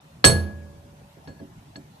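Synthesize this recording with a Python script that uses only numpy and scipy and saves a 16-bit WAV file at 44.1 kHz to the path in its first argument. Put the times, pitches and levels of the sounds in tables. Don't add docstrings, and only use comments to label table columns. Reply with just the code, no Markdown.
import sys
import numpy as np
from scipy import signal
from scipy.fft import rfft, irfft
from scipy.io import wavfile
from scipy.ndimage import uniform_filter1d

SR = 44100
rng = np.random.default_rng(int(sys.argv[2]) if len(sys.argv) > 2 else 0)


def decibels_to_gain(level_db):
    exponent = np.asarray(level_db, float) / 20
    return 10 ** exponent


def dump(signal):
    limited = np.clip(np.atleast_2d(signal).T, -1, 1)
    pcm = np.round(limited * 32767).astype(np.int16)
    wavfile.write(sys.argv[1], SR, pcm)


N = 88200


def read(points, hz):
    f, value = np.transpose(points)
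    return np.interp(np.log(hz + 1), np.log(f + 1), value)


def evened(x):
    return x / np.sqrt(np.mean(x ** 2) + 1e-20)


def add(mix, start_s, sound):
    part = mix[:, round(start_s * SR):][:, :sound.shape[1]]
    part += sound[:, :part.shape[1]]


def noise(count, size, same, gain):
    port_lag_s = 0.0003
    frames = count * 4 // size + 5
    hz = np.fft.rfftfreq(size, 1 / SR)[:, None]
    a, b, c, d = rng.standard_normal((frames, size // 2 + 1, 4)).T
    like = np.clip(read(same, hz), 0, 1)
    left = a + 1j * b
    right = like * left + np.sqrt(1 - like ** 2) * (c + 1j * d)
    right = right * np.exp(2j * np.pi * hz * port_lag_s)
    t_s = np.arange(frames) * size / 4 / SR
    spectra = np.array([left, right]) * gain(hz, t_s)
    return signal.istft(spectra, nperseg=size, noverlap=size * 3 // 4)[1][:, :count]


def ring(modes, t, t60_scale, dull_db, rise_s, phase_rad):
    hz, db, t60_s, pan_db, lead_rad = np.array(modes).T[:, :, None]
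    side = np.array([0.5, -0.5])[:, None, None]
    swell = 1 - np.exp(-t / (rise_s * 96 / hz + 1e-4))
    colour_db = db + dull_db * np.log2(hz / modes[0][0])
    level = decibels_to_gain(colour_db - 60 * t / (t60_s * t60_scale) + side * pan_db) * swell
    return (level * np.sin(2 * np.pi * hz * t + phase_rad + side * lead_rad)).sum(1)


def chisel(start_s, db, free_s, damped_t60_s, dull_db):
    bending_hz = [1674, 1681.5, 4340, 4365, 7872]
    # level/dB, t60/s, left over right/dB, left lead/rad
    bending = [(-18, 0.77, 5, .5), (-8.5, 0.38, 7, 0.95), (-2.5, 0.26, -3.5, 0.073), (-11.5, 0.3, -5, -.2),
               (-13, 0.21, -3.5, .5)]
    t = np.arange(min(N - round(start_s * SR), SR)) / SR
    damping_db = -60 * np.maximum(t - free_s, 0) / damped_t60_s
    return decibels_to_gain(db + damping_db) * ring(np.column_stack([bending_hz, bending]), t, 0.93, dull_db, 0, 0)


def hammer():
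    head_hz = [6105, 8092, 8084, 8732, 10643, 10635, 11755, 11980, 12820, 13370]
    # level/dB, t60/s, left over right/dB, left lead/rad
    head = [(-28.5, .18, -10.5, 0.5), (-9, 0.15, -11.5, 2.8), (-12.5, 0.18, -12.5, -0.75),
            (-36, 0.14, 0.5, 0.1), (-18, .3, -9.5, 0.95), (-30.5, .25, 8, 5.5), (-33.5, 0.38, -9, 1.8),
            (-27, .19, -2.5, 2.4), (-31, .2, -3.5, -0.65), (-32.5, 0.14, -8, 1.9)]
    return ring(np.column_stack([head_hz, head]), np.arange(SR) / SR, 1, 0, 0, 0)


def shock(start_s, clatter_db, boom_db, t60_scale, dull_db):
    # f/Hz, level/dB, t60/s, left over right/dB, left lead/rad
    body = [(80.45, -7, 1.4, -2.5, -.2), (85.14, -1, 0.76, -1.5, 0.27), (115.1, 0.5, .4, -2, -.2),
            (147.8, -0.5, 0.33, -7, -.15), (205, -10, 1.1, -7.5, -0.51), (303.9, -4, 0.25, -1, -.2),
            (347, -14.5, 0.97, -5, -0.13), (395.3, -2.5, 0.36, -8, -1.8), (424.6, -8, .34, 1, 0.94),
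            (474.7, -5.5, 0.38, -1, 0.082), (533, -4, 0.34, -0.5, -0.47), (570, -26.5, 3.4, -5, -0.46),
            (663.4, -8.5, 0.45, -1, -.8), (1100, -17, 0.57, 0.5, -1.2)]
    # f/Hz, level/dB per Hz
    clatter_colour = [(35, -29.5), (60, -6), (1530, -13.5), (1680, -17), (4060, -13.5), (4450, -12.5),
                      (7320, -18), (8020, -17), (13500, -50.5)]
    # f/Hz, t60/s
    clatter_t60 = [(80, .6), (300, 0.43), (1000, 0.25), (3000, 0.14), (7000, 0.12), (12000, 0.064)]
    # f/Hz, likeness/1
    clatter_same = [(100, 1), (400, 0.74), (1500, .5), (8000, 0.57)]
    late_db, late_stretch = -18, 3.78
    crack_db, crack_s, crack_hz = 14, 0.003, 2468
    boom_rise_s = 0.02
    count = min(N - round(start_s * SR), SR)
    t = np.arange(count) / SR

    def dying(hz, t_s):
        fall_db = -60 * t_s / (read(clatter_t60, hz) * t60_scale)
        colour_db = read(clatter_colour, hz) + dull_db * np.log2(np.maximum(hz, 300) / 300)
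        return decibels_to_gain(colour_db) * (decibels_to_gain(fall_db) + decibels_to_gain(late_db + fall_db / late_stretch))

    clatter = noise(count, 512, clatter_same, dying)
    clatter = clatter / np.sqrt(np.mean(clatter[:, :2000] ** 2))
    clatter = clatter * np.minimum(t / 0.00095, 1)

    band = signal.butter(2, [crack_hz / 3, crack_hz * 1.9], "band", fs=SR, output="sos")
    crack = signal.sosfilt(band, rng.standard_normal((2, count)))
    crack = crack * np.exp(-t / crack_s) * decibels_to_gain(crack_db + 3 * dull_db)

    phases_rad = rng.uniform(0, 2 * np.pi, (len(body), 1))
    boom = ring(body, t, t60_scale, 0, boom_rise_s * t60_scale, phases_rad)
    return decibels_to_gain(clatter_db) * (clatter + crack) + decibels_to_gain(boom_db) * boom


def thud(start_s, db, swell_s, t60_scale):
    # f/Hz, level/dB, t60/s at scale 1, left over right/dB, left lead/rad
    drum = [(207.6, 0.5, 0.99, -1, -0.23), (247.4, -2.5, 1.27, -9, -0.36), (290, 3.5, 1.04, 0, -0.53),
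            (376.6, -7.5, 1.6, -1, -0.61), (552, -9, 1.1, -5, -.7), (656, -6.5, 0.85, -4, -.8)]
    t = np.arange(SR // 5) / SR
    phases_rad = rng.uniform(0, 2 * np.pi, (len(drum), 1))
    swell = 1 - np.exp(-(t / swell_s) ** 2)
    return decibels_to_gain(db) * swell * ring(drum, t, t60_scale, 0, 0, phases_rad)


def air():
    # f/Hz, level/dB per Hz
    air_colour = [(18, -53.5), (30, -37), (60, -4), (160, -8.5), (403, -21), (894, -17.5), (1040, -19.5),
                  (1130, -24), (14000, -40)]
    # f/Hz, likeness/1
    air_same = [(60, 1), (230, 1), (910, 0.28), (3540, -0.05), (13800, 0.13)]
    air_db = -50.5
    drone_hz, drone_width_hz, drone_db = 154, 10, -56.5

    def lumpy(hz, t_s):
        lumps = rng.standard_normal((len(hz), len(t_s)))
        lumps = uniform_filter1d(uniform_filter1d(lumps, 5, 0), 8, 1)
        depth_db = 2.5 + 1.8 / (1 + (hz / 400) ** 2)
        return decibels_to_gain(read(air_colour, hz) + evened(lumps) * depth_db)

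    def humming(hz, t_s):
        return 1 / (1 + ((hz - drone_hz) / drone_width_hz) ** 2) + 0 * t_s

    rumble = evened(noise(N, 1024, air_same, lumpy))
    drone = evened(noise(N, 4096, air_same, humming))
    return decibels_to_gain(air_db) * rumble + decibels_to_gain(drone_db) * drone


def scene():
    # t/s, level/dB, free ringing/s, damped t60/s, dulling/dB per octave
    contacts = [
        (0.2404, -6.5, 1.0, .1, 0.5),
        (1.275, -41.5, 0.135, 0.062, -5.5),
        (1.392, -46.5, 0.011, 0.018, -10),
        (1.756, -37.5, 0.0024, 0.086, -0.5),
    ]
    # t/s, clatter/dB, boom/dB, t60 scale/1, dulling/dB per octave
    shocks = [
        (0.2408, -12.5, -15.5, 0.84, 0.5),
        (0.296, -29, -20.5, 0.64, -1.5),
        (1.167, -65, -48.5, 0.47, -8),
        (1.272, -43.5, -47, 0.73, -4.5),
        (1.398, -46.5, -48.5, 0.51, -8),
        (1.756, -45.5, -55, 0.22, -1.5),
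    ]
    # t/s, level/dB, swell/s, t60 scale/1
    thuds = [
        (1.278, -38.5, 0.0099, 0.16),
        (1.402, -35, .014, 0.18),
        (1.601, -48, .02, 0.138),
        (1.76, -35.5, 0.016, 0.14),
    ]
    mix = air()
    for source, rows in ((shock, shocks), (thud, thuds), (chisel, contacts)):
        for row in rows:
            add(mix, row[0], source(*row))
    add(mix, contacts[0][0], hammer())
    return mix


def low_pass(x):
    return signal.sosfilt(signal.butter(12, 14370, fs=SR, output="sos"), x)


def record(dry):
    # f/Hz, lag/s
    treble_lag = [(4900, 0.0014), (5700, .0065), (8000, .009), (13000, .0075)]
    low_cut_hz, edge_hz, ceiling = 48, 14000, 0.95
    thin = signal.sosfilt(signal.butter(3, low_cut_hz, "high", fs=SR, output="sos"), dry)
    hz = np.fft.rfftfreq(2 * N, 1 / SR)
    turn = np.exp(-2j * np.pi * np.cumsum(read(treble_lag, hz)) * hz[1])
    late = irfft(rfft(thin, 2 * N) * turn)[:, :N]
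    hot = ceiling * np.tanh(late / ceiling)
    edge = signal.firwin(301, edge_hz, window=("kaiser", 8), fs=SR)
    cut = signal.oaconvolve(hot, edge[None], "same")
    return low_pass(np.clip(cut, -1, 1))


dry = scene()
out = record(dry)
dump(out)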